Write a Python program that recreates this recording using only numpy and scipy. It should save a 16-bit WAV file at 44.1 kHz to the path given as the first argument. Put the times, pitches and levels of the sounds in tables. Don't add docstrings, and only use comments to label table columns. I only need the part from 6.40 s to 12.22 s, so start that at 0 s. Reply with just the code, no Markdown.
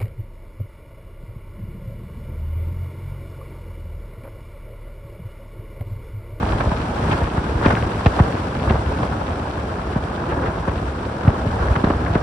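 import sys
import numpy as np
from scipy import signal
from scipy.fft import rfft, irfft
from scipy.io import wavfile

SR = 44100
rng = np.random.default_rng(int(sys.argv[2]) if len(sys.argv) > 2 else 0)


def generate_wav(sig):
    pcm = np.round(np.clip(np.atleast_2d(sig).T, -1, 1) * 32767).astype(np.int16)
    wavfile.write(sys.argv[1], SR, pcm)


N = 256662
TIME = np.arange(N) / SR
FREQS = np.maximum(np.arange(N // 2 + 1) * SR / N, 1)

# (time [s], thump peak [dB], pitch at the peak [Hz], rasp level before trim [dB],
# rasp length [s], spread of the thump in log age [0.3 short to 0.7 long-tailed])
BIG_EDDIES = [(0.035, -11, 111, -19, 0.0018, 0.42), (0.073, -16, 90, -43, 0.0034, 0.38),
              (0.134, -10, 72, -23, 0.0036, 0.35), (0.273, -13, 84, -30, 0.0055, 0.54),
              (0.322, -13.5, 202, -24, 0.0062, 0.88), (0.74, -22, 87.5, -32, 0.0036, 0.34),
              (0.824, -13.5, 111, -24, 0.0064, 0.74), (0.982, -11.5, 170, -25, 0.0052, 0.39),
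              (1.159, -11, 90, -42, 0.0037, .45), (1.2625, -2, 264, -19, 0.0057, 0.55),
              (1.337, -13.5, 190, -30, .003, 0.46), (1.381, -16, 115, -34, .004, .4),
              (1.433, -13, 105, -24, 0.0018, 0.64), (1.6676, -2, 119, -13.5, 0.0038, 0.49),
              (1.808, -0.5, 136, -22, 0.003, 0.55), (2.28, -15, 85, -43, 0.0024, 0.28),
              (2.3093, -9, 165, -28, 0.0045, 0.38), (3.565, -9, 192, -24.5, 0.0064, 0.47),
              (3.929, -14, 105, -22.5, 0.0048, 0.37), (4.2835, -13, 190, -21, 0.0056, 0.88),
              (4.368, -18, 82, -37, 0.0033, 0.34), (4.854, -12, 150, -26, 0.0027, 0.5),
              (4.8817, 0.5, 133, -21.5, 0.0039, 0.48), (5.072, -11.5, 114, -34, 0.0044, 0.65),
              (5.155, -25, 170, -35, .003, 0.41), (5.218, -12.5, 82, -29, .004, .4),
              (5.313, -6.5, 83.5, -40, .004, 0.34), (5.372, -9.5, 125, -27, 0.0036, 0.36),
              (5.4424, -2, 246, -19, 0.003, 0.31), (5.474, -8.5, 184, -20, 0.0025, 0.5),
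              (5.505, -6.5, 310, -21, 0.003, 0.42), (5.553, -13.5, 82, -29, 0.0035, 0.45),
              (5.709, -12, 103, -38, .004, 0.39), (5.7578, -7.5, 280, -21.5, 0.0062, 0.71)]


def from_db(db):
    return 10 ** (np.asarray(db) / 20)


def rms_one(x):
    return x / np.sqrt(np.mean(x ** 2) + 1e-20)


def over_hz(points):
    hz, value = np.transpose(points)
    return np.interp(np.log(FREQS), np.log(hz), value)


def drift(rate_hz):
    ratio = FREQS / rate_hz
    spectrum = rfft(rng.standard_normal(N))
    return rms_one(irfft(spectrum * ratio / (1 + ratio ** 2) ** 2, N))


def airflow():
    # (time [s], level [dB])
    flow_points = [(0.0, -46), (0.19, -46.5), (1.15, -47.5), (1.47, -46), (3.63, -51), (3.71, -51),
                   (4.73, -51), (5.24, -48.5), (5.82, -50)]
    # (crest time [s], Gaussian half length [s], rush rise [dB], rumble rise [dB], hiss rise [dB])
    gusts = [(0.114, 0.0755, 1.5, 3, 0), (0.708, 0.075, 4, 5, 4), (1.299, 0.0551, 5, 5.5, 5),
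             (1.82, 0.105, 2.5, -0.5, 2), (2.316, 0.049, 4, 6.5, 2), (2.613, 0.0775, 2.5, 3, 1.5),
             (3.97, .11, 4, 3.5, 0.5), (4.388, 0.08, 0, 2, 1), (4.924, 0.0686, 3.5, 3, 0.5),
             (5.25, .09, 4, 1.5, 1.5), (5.65, 0.161, 2.5, 4, 0.2)]
    rumble_db, rumble_follows = -26, 0.76
    rush_db, rush_follows = -27.5, 0.43
    hiss_db, hiss_follows = -42, 0.82

    flow_db = np.interp(TIME, *np.transpose(flow_points))
    flow_db = flow_db - flow_db.mean()
    rises = np.zeros((3, N))
    for crest_s, half_length_s, *rises_db in gusts:
        swell = np.exp(-.5 * ((TIME - crest_s) / half_length_s) ** 2)
        rises += np.outer(rises_db, swell)
    rush_rise, rumble_rise, hiss_rise = rises
    return (rumble_db + rumble_follows * flow_db + rumble_rise,
            rush_db + rush_follows * flow_db + rush_rise,
            hiss_db + hiss_follows * flow_db + hiss_rise)


def air_noise(colour):
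    # (frequency [Hz], likeness [-])
    likeness = [(420, 1), (520, 0.87), (700, 0.29), (1000, 0.32), (1400, -0.45), (1700, -0.1), (2000, 0.52),
                (2700, 0.2), (3700, -0.46), (4600, 0.1), (6000, 0.4), (7500, 0.37), (9000, 1.8),
                (11000, -0.8)]
    # (frequency [Hz], left minus right [dB])
    balance = [(350, 0), (500, 0), (1200, -0.5), (1680, 3), (1820, 0.5), (2200, 1), (3500, 3.5), (5300, 7),
               (7200, -1), (8500, 0)]
    port_lag_s, lag_above_hz = .00037, 3520
    lag_top_hz = 3 / port_lag_s

    alike = np.clip(over_hz(likeness), 0, 1)
    mid, side = rfft(rng.standard_normal((2, N)))
    signs = np.array([[1], [-1]])
    ports = np.sqrt(1 + alike) * mid + signs * np.sqrt(1 - alike) * side
    gain = from_db(over_hz(colour) + signs * over_hz(balance) / 2)
    lag_s = port_lag_s / (1 + (lag_above_hz / FREQS) ** 20)
    shift = np.exp(-1j * np.pi * signs * np.minimum(FREQS, lag_top_hz) * lag_s)
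    return rms_one(irfft(ports * gain * shift, N))


def patchy(noise, patchy_db, rate_hz, lowest_hz=250, count=11):
    spectrum = rfft(noise)
    band = np.clip(2 * np.log2(FREQS / lowest_hz), 0, count - 1)
    total = np.zeros((2, N))
    for k in range(count):
        part = irfft(spectrum * np.maximum(1 - abs(band - k), 0), N)
        total += part * from_db(patchy_db * drift(rate_hz))
    return rms_one(total)


def stream(noise, level_db, flutter_db):
    return from_db(level_db) * rms_one(from_db(flutter_db)) * noise


def add_eddy(track, s, peak_db, hz, turns, spread):
    front_share = 0.76
    span = slice(max(int((s - turns / hz) * SR), 0), int((s + 10 / hz) * SR))
    log_age = np.log(np.maximum(1 + (TIME[span] - s) * hz / turns, 1e-6))
    width = spread * np.where(log_age < 0, front_share, 1)
    envelope = np.exp(-.5 * (log_age / width) ** 2)
    track[span] -= from_db(peak_db) * envelope * np.sin(2 * np.pi * turns * log_age)


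def small_eddies(carrier_db, over_db, low_hz, high_hz, count, scatter_db=-1.5, spread=0.41):
    out = np.zeros(N)
    for when, size, strength in rng.random((count, 3)):
        peak_db = carrier_db[int(when * N)] + over_db + scatter_db * (2 * strength - 1)
        hz = low_hz * (high_hz / low_hz) ** size
        add_eddy(out, when * N / SR, peak_db, hz, turns=2.6, spread=spread)
    return out


def stray_bursts(carrier_db, count, over_db=1.5, length_s=0.002, low_hz=650, high_hz=1900):
    chance = np.cumsum(from_db(carrier_db) ** 2)
    rows = []
    for when, size, stretch in rng.random((count, 3)):
        at = np.searchsorted(chance, when * chance[-1])
        hz = low_hz * (high_hz / low_hz) ** size
        rows.append((at / SR, carrier_db[at] + over_db, length_s * (.5 + stretch), hz))
    return rows


def buffet_bursts():
    lead_cycles, rasp_hz = 0.57, 715
    return [(s - lead_cycles / hz, rasp_db, length_s, rasp_hz)
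            for s, _, hz, rasp_db, length_s, _ in BIG_EDDIES]


def rasps(bursts, level_db, sharpness, grain_db=2.0, grain_hz=380, rise=0.79, fall=2.06):
    # (frequency [Hz], relative level per Hz [dB])
    rasp_colour = [(150, 17.5), (400, 10), (1200, 8.5), (1700, 8), (2100, -0.5), (3500, -9), (4300, -14),
                   (5500, -17), (8000, -25), (12000, -45)]
    noise = air_noise(rasp_colour)
    out = np.zeros((2, N))
    grain = from_db(grain_db * drift(grain_hz))
    for s, crest_db, length_s, hz in bursts:
        span = slice(max(int((s - .1) * SR), 0), int((s + .1) * SR))
        shed = signal.lfilter(*signal.iirpeak(hz, sharpness, fs=SR), noise[:, span])
        since_s = TIME[span] - s
        swell = np.exp(-.5 * (since_s / (length_s * np.where(since_s < 0, rise, fall))) ** 2)
        burst = rms_one(swell * shed * grain[span])
        swell_rms = np.sqrt(np.mean(swell ** 2))
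        out[:, span] += from_db(crest_db + level_db) * swell_rms * burst
    return out


def sharp_pops():
    # (time [s], peak before trim and port share [dB], pitch at the peak [Hz], left minus right [dB])
    pop_rows = [(0.0648, -13, 900, 2), (0.0926, -21, 2600, -7), (0.1226, -18, 2800, 12),
                (0.1275, -22, 1050, -5), (0.2085, -18, 2200, 12), (0.2431, -13, 733, 0),
                (0.2598, -12.5, 850, 2), (0.5141, -20.5, 780, -6), (0.6034, -14, 775, 2),
                (1.2144, -13.5, 1140, -4), (1.2606, -13, 2970, 3), (1.2655, -7.5, 1500, 2),
                (1.303, -10.5, 1100, 3), (1.3088, -12.5, 650, 0), (1.3532, -12, 2240, 4),
                (1.3702, -16.5, 1010, -1), (1.4258, -16.5, 2100, 7), (1.6097, -13, 1060, -4),
                (1.6612, -10.5, 2700, 5), (1.6635, -3.5, 580, 1), (1.6682, -14, 2400, 2),
                (1.7925, -7, 1110, -5), (1.796, -17, 950, -1), (1.7997, -5, 870, 9), (1.8025, -15, 450, 3),
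                (2.2766, -13, 970, 2), (2.2987, -18, 2700, 13), (2.305, -14, 1150, 3),
                (2.3088, -8, 627, -2), (2.3097, -18, 2940, 7), (2.357, -10, 696, 0), (2.5203, -14, 650, -4),
                (2.6342, -16, 800, -2), (2.8895, -14.5, 990, -1), (3.0733, -16.5, 925, -2),
                (3.2408, -16, 700, -4), (4.2785, -15, 905, 3), (4.8766, -11.5, 1170, 6),
                (4.8814, -16.5, 2200, 3), (5.2104, -22, 940, -1), (5.3634, -17, 2540, 17),
                (5.4452, -23, 3110, 8), (5.4595, -19, 990, 0), (5.4765, -10.5, 720, 4),
                (5.5083, -8, 1040, 2), (5.5372, -13, 1080, 5), (5.7463, -24, 3000, -10),
                (5.752, -22, 2500, 4)]
    trim_db, turns_at_1khz, spread = -1, 2.1, 0.32
    ring = 0.18
    out = np.zeros((2, N))
    for s, peak_db, hz, pan_db in pop_rows:
        shares = rms_one(from_db(np.array([pan_db, -pan_db]) / 2))
        turns = turns_at_1khz * (hz / 1000) ** ring
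        for port, share in zip(out, shares):
            add_eddy(port, s, peak_db + trim_db + 20 * np.log10(share), hz, turns, spread)
    return out


def thumps(turns=1.49):
    wake_db, wake_delay_s, wake_hz, wake_spread = -13, 0.011, 69, 0.32
    wake_above_hz = 148
    out = np.zeros(N)
    for s, peak_db, hz, _, _, spread in BIG_EDDIES:
        add_eddy(out, s, peak_db, hz, turns, spread)
        if hz > wake_above_hz:
            add_eddy(out, s + wake_delay_s, peak_db + wake_db, wake_hz, turns, wake_spread)
    return out


def scene():
    # (frequency [Hz], relative level per Hz [dB])
    rumble_colour = [(20, -35), (30, -21), (40, -9.5), (63, 1), (100, -3), (160, -7.5), (230, -9.5),
                     (330, -19.5), (600, -73)]
    rush_colour = [(130, -91), (220, -2.5), (300, 2), (450, 0.5), (720, -0.5), (1000, -2.5), (1400, -5),
                   (1680, -7.5), (1830, -15), (2600, -65)]
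    hiss_colour = [(1400, -42), (1850, 0.4), (2400, -0.5), (3200, -3.5), (4000, -7.5), (5200, -11.5),
                   (6700, -16.5), (8000, -18.5), (9500, -23), (11000, -21), (12300, -48), (15000, -28)]
    # (time [s], crest rms before trim [dB], length [s], centre [Hz])
    tears = [(.208, -22, 0.0052, 1250), (.209, -32, .003, 2500), (.3165, -24.5, .002, 600),
             (.672, -35, 0.0066, 2420), (.716, -25.5, 0.0056, 2470), (.718, -24.5, 0.01, 950),
             (.729, -37, .004, 2500), (.738, -30, 0.0035, 1300), (.978, -30, 0.0065, 950),
             (1.238, -31, .003, 2700), (1.25, -19, 0.0055, 1150), (1.263, -19.5, .0025, 2100),
             (1.302, -22, .005, 750), (1.3055, -17.5, 0.002, 2040), (1.317, -24, .004, 1150),
             (1.371, -22, 0.0028, 1390), (1.663, -22.5, 0.0023, 2300), (1.6635, -13.5, 0.0021, 490),
             (1.6635, -29, .0022, 3900), (1.7945, -21, 0.0037, 1100), (1.801, -29, .004, 2100),
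             (2.3, -25.5, 0.0031, 2750), (2.321, -24, 0.0064, 480), (2.632, -27.5, 0.002, 2200),
             (3.904, -33.5, 0.0057, 2630), (4.034, -36, 0.0053, 2390), (4.061, -29.5, .006, 1600),
             (4.08, -27.5, .012, 780), (5.3555, -20, 0.0017, 1050), (5.361, -18.5, 0.002, 796),
             (5.446, -27, .002, 1650), (5.445, -30.5, .002, 3400), (5.503, -27, .002, 1600),
             (5.503, -33.5, .002, 3200), (5.751, -32, .0025, 3400), (5.7545, -22, 0.0022, 1600)]

    rumble_db, rush_db, hiss_db = airflow()
    gust = from_db(.5 * (rush_db - rush_db.mean()))
    flutter_db = gust * (drift(59) + 0.53 * drift(12.0))
    rumble_flutter_db = 1.3 * gust * drift(21) + 0.7 * flutter_db
    rumble = stream(air_noise(rumble_colour), rumble_db, rumble_flutter_db)
    rush_noise = patchy(air_noise(rush_colour), patchy_db=1.5, rate_hz=27.3)
    rush = stream(rush_noise, rush_db, 0.78 * flutter_db)
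    hiss_noise = patchy(air_noise(hiss_colour), patchy_db=0.75, rate_hz=19, lowest_hz=1790, count=5)
    hiss = stream(hiss_noise, hiss_db, 0.88 * flutter_db)

    puffs = small_eddies(rumble_db, over_db=-0.5, low_hz=148, high_hz=560, count=110)
    pops = np.array([small_eddies(rush_db, over_db=8.0, low_hz=584, high_hz=1380, count=70)
                     for port in range(2)])
    ticks = np.array([small_eddies(hiss_db, over_db=19.5, low_hz=2000, high_hz=3600, count=35, spread=0.3)
                      for port in range(2)])

    bursts = buffet_bursts() + stray_bursts(rush_db, count=10)
    eddy_rasps = rasps(bursts, level_db=0.4, sharpness=1.3)
    tearing = rasps(tears, level_db=1.1, sharpness=1.63)
    air = rumble + rush + hiss
    return air + puffs + pops + ticks + sharp_pops() + thumps() + eddy_rasps + tearing


def record(dry, ceiling=0.97, low_cut_hz=31, mono_below_hz=340, cutoff_hz=15400):
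    mid = dry.mean(axis=0)
    side = irfft(rfft(dry - mid) / (1 + (mono_below_hz / FREQS) ** 10), N)
    low_cut = signal.butter(2, low_cut_hz, "high", fs=SR, output="sos")
    thinned = signal.sosfilt(low_cut, mid + side)
    rounded = thinned / (1 + (thinned / ceiling) ** 6) ** (1 / 6)
    top_cut = signal.ellip(10, .1, 70, cutoff_hz, fs=SR, output="sos")
    return signal.sosfilt(top_cut, rounded)


dry = scene()
out = record(dry)
generate_wav(out)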